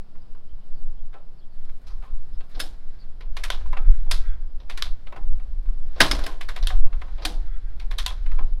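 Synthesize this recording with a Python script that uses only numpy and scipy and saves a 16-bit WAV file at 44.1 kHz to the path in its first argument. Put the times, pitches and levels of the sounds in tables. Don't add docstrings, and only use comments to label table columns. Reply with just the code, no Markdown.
import sys
import numpy as np
from scipy import signal
from scipy.fft import rfft, irfft, next_fast_len
from scipy.io import wavfile
from scipy.ndimage import uniform_filter1d, map_coordinates

SR = 44100
rng = np.random.default_rng(int(sys.argv[2]) if len(sys.argv) > 2 else 0)


def put_to_file(sound):
    columns = np.atleast_2d(sound).T
    safe = np.clip(columns, -1, 1)
    whole_steps = np.round(safe * 32767)
    wavfile.write(sys.argv[1], SR, whole_steps.astype(np.int16))


def level_to_linear(level):
    exponent = np.asarray(level, float) / 20
    return 10 ** exponent


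N = 379260

# frequency in Hz, level in dB per Hz.
TOWN_COLOUR = [(53, -60), (90, -4.5), (162, -6.5), (273, -14), (440, -17.5), (800, -21), (1340, -26.5),
               (2200, -34), (3100, -34), (5200, -35), (6000, -46.5), (9000, -47), (15500, -52),
               (16500, -77)]
# time in seconds, strength in dB.
BREEZE = [(0, -53), (.3, -52), (1.2, -63), (1.7, -40.5), (2.8, -46.5), (3.6, -24.5), (4.2, -23.5),
          (4.5, -29), (5.15, -44), (5.5, -23.5), (6.0, -30.5), (6.45, -34), (7.0, -25.5), (7.6, -28.5),
          (8.6, -19)]
# peak time in seconds, peak in dB, half length in seconds.
GUSTS = [(.55, -37, .04), (.97, -39, 0.09), (1.55, -55, 0.027), (1.94, -28.5, 0.086), (2.15, -29.5, 0.034),
         (2.36, -33, 0.057), (2.7, -39, 0.084), (3.3, -32, 0.058), (3.9, -8.5, 0.032), (4.3, -29, 0.047),
         (4.9, -25, 0.068), (5.31, -23, 0.074), (5.69, -23, 0.026), (6.15, -17.5, 0.061),
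         (6.71, -15.5, .09), (6.98, -22, 0.031), (7.4, -27.5, 0.078), (8.24, -37.5, 0.061),
         (8.48, -31, 0.053)]
# peak time in seconds, peak in dB, half length in seconds.
SWELLS = [(.3, -28.5, .1), (.85, -21, 0.18), (1.1, -24, 0.023), (1.65, -23.5, 0.067), (2.15, -17.5, 0.085),
          (2.36, -18.5, 0.034), (2.57, -17, 0.017), (2.9, -30, 0.034), (3.32, -21, 0.017),
          (3.8, -17.5, 0.24), (4.15, -16, 0.22), (4.9, -22.5, 0.14), (5.31, -13.5, 0.079),
          (5.83, -17, 0.11), (6.3, -27, 0.39), (6.84, -5.5, 0.064), (7.62, -25.5, 0.22), (8.36, -10, 0.075),
          (8.53, -18, 0.041)]
# frequency in Hz, level in dB per Hz.
HEAVE_COLOUR = [(1.5, -43), (3, -2), (14, -2.5), (22, -36.5), (40, -120)]
# frequency in Hz, level in dB per Hz.
BUFFET_COLOUR = [(8, -120), (15, -21), (21, 3.5), (30, -7), (42, -21.5), (60, -26), (100, -120)]
# frequency in Hz, level in dB per Hz.
FLUTTER_COLOUR = [(24, -58), (40, -14.5), (51, 1.5), (114, -24.5), (183, -55), (260, -75), (440, -120)]

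# start in seconds, peak in dB, centre in Hz, dull part in dB.
TICKS = [(.1544, -53, 980, -6), (.3496, -47.5, 786, -7.5), (1.141, -41.5, 1360, -1.5),
         (1.652, -53, 3410, -9.5), (1.6935, -47, 1280, -30.5), (2.4079, -41.5, 2200, -4),
         (3.5444, -37.5, 740, -16), (3.6094, -45, 740, -7), (3.6596, -41, 751, -8), (3.7304, -28, 1040, -6),
         (3.7708, -26, 1120, -15), (4.866, -35.5, 1900, -12), (5.0699, -36.5, 1860, -11.5),
         (5.1253, -34, 1105, -2.5), (5.1627, -34, 740, -9.5), (5.3991, -45.5, 770, -13),
         (5.658, -49.5, 940, -16.5), (5.686, -49.5, 740, -10), (6.7044, -24, 745, -15),
         (6.8668, -44, 748, -3), (6.9301, -35.5, 1290, -14), (7.0174, -32.5, 1030, -12.5),
         (7.0823, -45.5, 778, -9.5), (8.1094, -34, 990, -7.5), (8.2626, -38, 1280, -29),
         (8.3165, -37.5, 1010, -20.5), (8.3898, -28.5, 1140, -3.5)]
# start in seconds, peak in dB, centre in Hz, dull part in dB.
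SCUFFS = [
    (1.128, -50, 1600, -10.5),
    (1.145, -44.5, 1380, 8),
    (1.868, -43, 5000, -17.5),
    (1.9, -52, 1100, -10.5),
    (2.022, -44.5, 1130, -6),
    (2.042, -46, 1200, -15),
    (2.546, -41, 4300, -2.5),
    (5.958, -36.5, 4020, 14),
    (7.18, -41, 2500, 6.5),
    (7.221, -32, 4380, -2.5),
]
# start in seconds, peak in dB, centre in Hz, dull part in dB.
STROKES = [(2.5944, -27, 1547, -22), (2.6, -13, 3810, -39), (4.1104, -26, 1500, -26),
           (4.1118, -13.5, 4094, -23.5), (6.0037, 1, 1735, -14), (6.0122, -4.5, 4440, -12),
           (6.112, -8, 5280, -15), (6.1494, -25, 2180, -3.5), (6.1894, -26, 1512, 1),
           (6.2383, -26, 3845, -2), (6.2635, -22.5, 1625, -4), (7.2509, -11.5, 3880, -31)]
# start in seconds, peak in dB, centre in Hz, dull part in dB.
PAWL_CLICKS = [(3.2086, -39, 2320, -1.5), (3.3687, -23, 2200, -9.5), (3.4381, -19.5, 2200, -19.5),
               (4.6019, -42.5, 3600, 2.5), (4.6982, -27, 2200, -10.5), (4.7755, -26.5, 1820, -19.5),
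               (6.4113, -25.5, 2000, -14), (6.4882, -25.5, 1740, -11), (6.563, -26.5, 2200, -8.5),
               (6.6278, -27.5, 4106, -8.5), (7.7987, -34, 2360, -19.5), (7.9119, -28.5, 1880, -9),
               (7.9848, -20, 3630, -20.5)]
# start in seconds, peak in dB, centre in Hz, dull part in dB.
STOPS = [
    (3.5025, -9.5, 3400, -11),
    (4.8234, -9, 3840, -30),
    (6.6715, -7.5, 3520, -31.5),
    (8.0627, -7.5, 3464, -25),
]

# frequency in Hz, level in dB, t60 in seconds.
FRAME_MODES = [(622, -7.5, .15), (798, -2.5, 0.16), (1084, -2, 0.14), (1290, -3, 0.36), (1600, -5, .1),
               (2720, -6, .08)]
# frequency in Hz, level in dB, t60 in seconds.
CASE_MODES = [(646, -2.5, 0.039), (733, -2.5, 0.095), (1280, -10.5, 0.12), (1676, -3.5, .06),
              (1830, -9.5, 0.034), (2200, -3.5, .07), (3830, -4.5, 0.07), (3930, -10, 0.072),
              (4440, -13.5, 0.097), (5200, 7.5, 0.19)]
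# frequency in Hz, level in dB, t60 in seconds.
STEEL_MODES = [(754, -5, .15), (1010, -5, .07), (1195, -8, .07), (1560, -6, .06), (2200, -5, .05),
               (2780, -7, .04), (3300, -3, .035), (3700, -3, .035), (4100, -3, .04), (4440, -9, .035)]
# frequency in Hz, level in dB per Hz.
CRACK_COLOUR = [(180, -64), (300, -21), (900, -12), (1010, -3.5), (1190, -6), (1580, -4.5), (1780, -5),
                (2790, -7.5), (3520, -5), (6850, -12.5), (10900, -12), (15700, -28.5), (16400, -48)]
# frequency in Hz, factor on a contact's t60.
FADE = [(300, 2.3), (1500, 0.57), (5000, 0.76), (12000, 0.63)]

# start in seconds, length in seconds, starting pitch in Hz, level in dB.
CHIRPS = [(0.207, .021, 5000, -61), (.473, 0.046, 3200, -64), (0.602, 0.038, 3100, -64),
          (0.72, 0.075, 4650, -62), (0.962, 0.043, 3320, -63), (1.372, .031, 4550, -60),
          (1.402, 0.038, 3400, -60), (1.49, .06, 4530, -65), (2.326, 0.03, 5200, -55.5),
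          (2.332, 0.023, 3560, -58), (2.986, .041, 4570, -52.5)]
# start in seconds, level in dB, pitch in Hz, t60 in seconds.
PANELS = [
    (1.143, -44, 1325, 0.13),
    (3.73, -35, 1007, 0.11),
    (6.004, -23.5, 144.7, 0.26),
    (6.006, -22, 646, 0.23),
    (6.113, -29, 5210, 0.13),
    (6.267, -31.5, 1048, 0.12),
    (6.705, -29.5, 738, 0.14),
    (7.255, -39.5, 315, 0.42),
    (8.064, -32.5, 1010, 0.12),
]
# start in seconds, length in seconds, rub in dB, rustle in dB.
MOVES = [(1.562, 0.88, -71.5, -73.5), (2.52, 0.083, -63, -69), (2.697, 0.34, -68, -82.5),
         (3.413, 0.14, -58.5, -87), (3.59, 0.7, -64, -83), (4.778, 0.05, -55.5, -80),
         (4.944, 0.44, -71, -84), (5.4, 0.7, -74, -81), (6.024, .1, -47, -74.5), (6.17, .1, -49, -61),
         (6.54, 0.24, -58.5, -67), (6.954, 0.51, -62, -82), (7.6, 0.27, -70.5, -76.5),
         (8.015, 0.078, -54, -82), (8.181, 0.31, -64.5, -96)]
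# frequency in Hz, level in dB per Hz.
RUB_COLOUR = [(880, -15.5), (1500, -3.5), (2180, -9), (2680, -13.5), (3930, -10.5), (6150, -21.5),
              (14000, -44)]
# frequency in Hz, level in dB per Hz.
WEAVE_COLOUR = [(3000, -59), (5500, -7), (7000, -3.5), (11000, -1), (16000, -9.5)]
# start in seconds, peak in dB, t60 in seconds.
PUFFS = [(2.56, -38.5, 0.53), (2.619, -43, 0.32), (3.789, -37, 0.23), (4.059, -39, 0.2), (4.119, -37, 0.25),
         (5.179, -33.5, 0.094), (6.004, -10, 0.2), (6.049, -25, 0.14), (6.108, -21.5, 0.3),
         (6.189, -41, 0.49), (6.269, -36, 0.2), (7.02, -47.5, 0.63), (7.243, -31.5, 0.56),
         (7.299, -43, 0.15), (7.809, -46.5, 0.44), (8.389, -37.5, 0.26)]
# frequency in Hz, width in Hz, level in dB.
PIPE = [(139, 30, -6), (315, 120, -4), (491, 10, 0.5), (745, 180, -3)]
# start in seconds, length in seconds, wheeze in dB.
HOLDS = [
    (2.75, 0.53, -77),
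    (3.75, 0.16, -60.5),
    (4.15, 0.15, -59.5),
    (6.17, 0.092, -62),
    (7.5, 0.21, -64),
    (8.02, 0.16, -74),
]
# frequency in Hz, width in Hz, level in dB.
VALVE_GAP = [(1320, 100, -0.5), (1610, 90, -0.5), (1900, 70, 0), (2320, 460, -6), (3400, 70, -3)]


def unit(x):
    return x / np.sqrt(np.mean(x ** 2) + 1e-20)


def along(points, hz):
    f, v = np.transpose(points)
    return np.interp(np.log(hz + 1), np.log(f + 1), v)


def wander(t, rate):
    knots = rng.standard_normal(int(t[-1] * rate) + 4)
    return map_coordinates(knots, [t * rate])


def wobble(rate):
    return wander(np.arange(N) / SR, rate)


def filtered(x, response):
    m = next_fast_len(len(x) + 8192)
    return irfft(rfft(x, m) * response(np.fft.rfftfreq(m, 1 / SR)), m)[:len(x)]


def noise(colour):
    return unit(filtered(rng.standard_normal(N), lambda hz: level_to_linear(along(colour, hz))))


def resonances(peaks):
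    def response(f):
        total = 0
        for k, (centre, width, db) in enumerate(peaks):
            band = 1j * f * width / (centre ** 2 - f ** 2 + 1j * f * width)
            total = total + (-1) ** k * level_to_linear(db) * band
        return total
    return response


def add(track, s, sound):
    part = track[round(s * SR):][:len(sound)]
    part += sound[:len(part)]


def smooth(shape, rows):
    t = np.arange(0, N + 32, 32) / SR
    return np.interp(np.arange(N) / SR, t, sum(shape(t, *row) for row in rows))


def humps(rows):
    return smooth(lambda t, s, db, half: level_to_linear(db) * np.exp(-((t - s) / half) ** 2), rows)


def held(rows, rise_s, fall_s):
    def shape(t, s, long, db):
        nearest_edge = np.minimum((t - s) / rise_s, (s + long - t) / fall_s)
        return level_to_linear(db) * np.exp(np.minimum(nearest_edge, 0))
    return smooth(shape, rows)


def breeze_db():
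    s, db = np.transpose(BREEZE)
    return np.interp(np.arange(N) / SR, s, db)


def town():
    level_db = -56.5 + 0.028 * (breeze_db() + 23) + 0.91 * wobble(8)
    return level_to_linear(level_db) * noise(TOWN_COLOUR)


def steady(colour):
    lumps = noise(colour)
    power = np.abs(uniform_filter1d(lumps ** 2, size=SR // 5))
    return unit(lumps / (power + .05) ** .4)


def wind():
    gust_db = 20 * np.log10(level_to_linear(breeze_db()) + humps(GUSTS))
    heave = (level_to_linear(-26.5) + humps(SWELLS)) * steady(HEAVE_COLOUR)
    buffet = level_to_linear(gust_db) * steady(BUFFET_COLOUR)
    flutter_db = -44 + 0.6 * (gust_db + 28)
    flutter = level_to_linear(flutter_db) * unit(level_to_linear(1.2 * wobble(6.0)) * noise(FLUTTER_COLOUR))
    return heave + buffet + flutter


def contacts(rows, modes, treble_db, per_dull, per_peak, ring_s, per_octave,
             blow_s, crack_db, ring_db, tail_db, rise_s, focus_db, lead_db):
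    out, t = np.zeros(N), np.arange(SR // 2) / SR
    _, usual_db, usual_hz, usual_dull_db = np.mean(rows, axis=0)
    for s, db, centre_hz, dull_db in rows:
        bright_db = treble_db + per_dull * (dull_db - usual_dull_db) + per_peak * (db - usual_db)
        t60 = ring_s * (centre_hz / usual_hz) ** per_octave
        knee_hz = np.clip(1.97 * centre_hz, 1500, 5600)
        slope = [(700, dull_db + 17.0), (1400, 0), (knee_hz, 0), (7500, bright_db + 12.0)]

        def focus(hz):
            return focus_db * np.exp(-(np.log((hz + 1) / centre_hz) / 0.26) ** 2)

        hz, frames, z = signal.stft(rng.standard_normal(len(t)), SR, nperseg=128)
        decay = level_to_linear(-60 * frames / (t60 * along(FADE, hz)[:, None]))
        tail = signal.istft(z * decay, SR, nperseg=128)[1][:len(t)]
        tail *= level_to_linear(2.3 * wander(t, 450))

        crack = np.diff(rng.standard_normal(len(t) + 1)) * level_to_linear(crack_db - 60 * t / 0.0074)
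        blow = rng.standard_normal(len(t)) * level_to_linear(-60 * t / blow_s) + crack
        strike = blow + level_to_linear(tail_db) * tail

        ring = np.zeros(len(t))
        for f, level, long in modes:
            mode_db = level + focus(f) + rng.normal(0, 2.5)
            pitch = f * (1 + rng.normal(0, .01))
            ring += level_to_linear(mode_db - 60 * t / min(long, 240 / f)) * np.sin(2 * np.pi * pitch * t)
        ring = signal.fftconvolve(ring, strike[:2500])[:len(t)]

        rough = filtered(strike, lambda hz: level_to_linear(along(CRACK_COLOUR, hz) + focus(hz) + along(slope, hz)))
        sound = rough / np.abs(rough).max() + level_to_linear(ring_db) * ring / np.abs(ring).max()
        add(out, s, level_to_linear(db) * sound * (1 - np.exp(-t / rise_s)))
        scrape = sound[:260][::-1] * np.linspace(0, 1, 260) ** 2
        add(out, s - len(scrape) / SR, level_to_linear(db + lead_db) * scrape)
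    return out


def ticks():
    return level_to_linear(2.5) * contacts(
        TICKS, FRAME_MODES, treble_db=-36, per_dull=-0.05, per_peak=-0.18, ring_s=0.21, per_octave=-0.2,
        blow_s=0.04, crack_db=-5.0, ring_db=-13.5, tail_db=-10.5, rise_s=0.00064, focus_db=2, lead_db=-3)


def birds():
    out = np.zeros(N)
    for s, long, start_hz, db in CHIRPS:
        u = np.linspace(0, 1, round(1.4 * long * SR))
        hz = start_hz * (1 - 0.048 * u) + 170 * wander(u * long, 1100)
        rasp = level_to_linear(4 * wander(u * long, 400))
        tone = np.sin(2 * np.pi * np.cumsum(hz) / SR)
        add(out, s, level_to_linear(db - 7) * rasp * np.sin(np.pi * u) * tone)
    return out


def scuffs():
    return level_to_linear(4.0) * contacts(
        SCUFFS, FRAME_MODES, treble_db=-34, per_dull=-1.1, per_peak=0.7, ring_s=0.39, per_octave=0.1,
        blow_s=0.049, crack_db=-21.5, ring_db=-13.5, tail_db=-2.0, rise_s=0.0027, focus_db=7.5, lead_db=-11)


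def panels():
    out, t = np.zeros(N), np.arange(SR // 2) / SR
    for s, db, hz, t60 in PANELS:
        shake_db = 3.0 * wander(t, 90)
        swell = 1 - np.exp(-t / .004)
        add(out, s, level_to_linear(db + shake_db - 60 * t / t60) * np.sin(2 * np.pi * hz * t) * swell)
    return out


def moving(rows):
    return held(rows, rise_s=0.041, fall_s=0.068)


def rub():
    gain = moving([(s, long, rub_db) for s, long, rub_db, _ in MOVES])
    return gain * level_to_linear(1.8 * wobble(40)) * noise(RUB_COLOUR)


def clothes():
    gain = moving([(s, long, rustle_db) for s, long, _, rustle_db in MOVES])
    grain = unit(level_to_linear(4 * wobble(120)) * noise(WEAVE_COLOUR))
    return level_to_linear(-7.0) * gain * grain


def puffs():
    push, t = np.zeros(N), np.arange(SR // 2) / SR
    for s, db, t60 in PUFFS:
        add(push, s, level_to_linear(db - 60 * t / t60) * (1 - np.exp(-t / 0.0057)))
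    air = filtered(rng.standard_normal(N), resonances(PIPE))
    muffled = filtered(air, lambda hz: 1 / (1 + (hz / 900) ** 2))
    return level_to_linear(-6.5) * push * unit(muffled)


def strokes():
    return level_to_linear(3) * contacts(
        STROKES, CASE_MODES, treble_db=-17, per_dull=-0.22, per_peak=-0.17, ring_s=0.38, per_octave=-0.15,
        blow_s=0.046, crack_db=0.5, ring_db=-17, tail_db=-15.5, rise_s=0.00098, focus_db=4.0, lead_db=-25.5)


def wheeze():
    gap = resonances(VALVE_GAP)
    air = unit(filtered(rng.standard_normal(N), lambda hz: gap(hz) * np.abs(gap(hz))))
    return held(HOLDS, rise_s=.05, fall_s=0.099) * level_to_linear(3 * wobble(26)) * air


def pawl():
    return level_to_linear(2) * contacts(
        PAWL_CLICKS, STEEL_MODES, treble_db=-23, per_dull=-0.2, per_peak=.5, ring_s=0.2367, per_octave=0.33,
        blow_s=0.0366, crack_db=-6, ring_db=-23.5, tail_db=-6.0, rise_s=0.00026, focus_db=5.5, lead_db=-5.5)


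def stops():
    return contacts(
        STOPS, STEEL_MODES, treble_db=-17, per_dull=-.05, per_peak=1.8, ring_s=0.2667, per_octave=0.5,
        blow_s=0.015, crack_db=1.5, ring_db=-18, tail_db=-15.5, rise_s=0.00017, focus_db=8.0, lead_db=-32)


def scene():
    surroundings = town() + wind() + birds()
    rider = ticks() + scuffs() + clothes()
    lever = pawl() + stops() + strokes() + panels()
    engine = rub() + puffs() + wheeze()
    return (surroundings + rider + lever + engine)[None]


def roll_off(x):
    return signal.sosfilt(signal.butter(12, 16550, fs=SR, output="sos"), x)


def record(dry):
    limited = dry[0] / (1 + np.abs(dry[0]) ** 12) ** (1 / 12)
    mix = filtered(limited, lambda hz: hz < 16500)[None]
    return roll_off(mix)


dry = scene()
out = record(dry)
put_to_file(out)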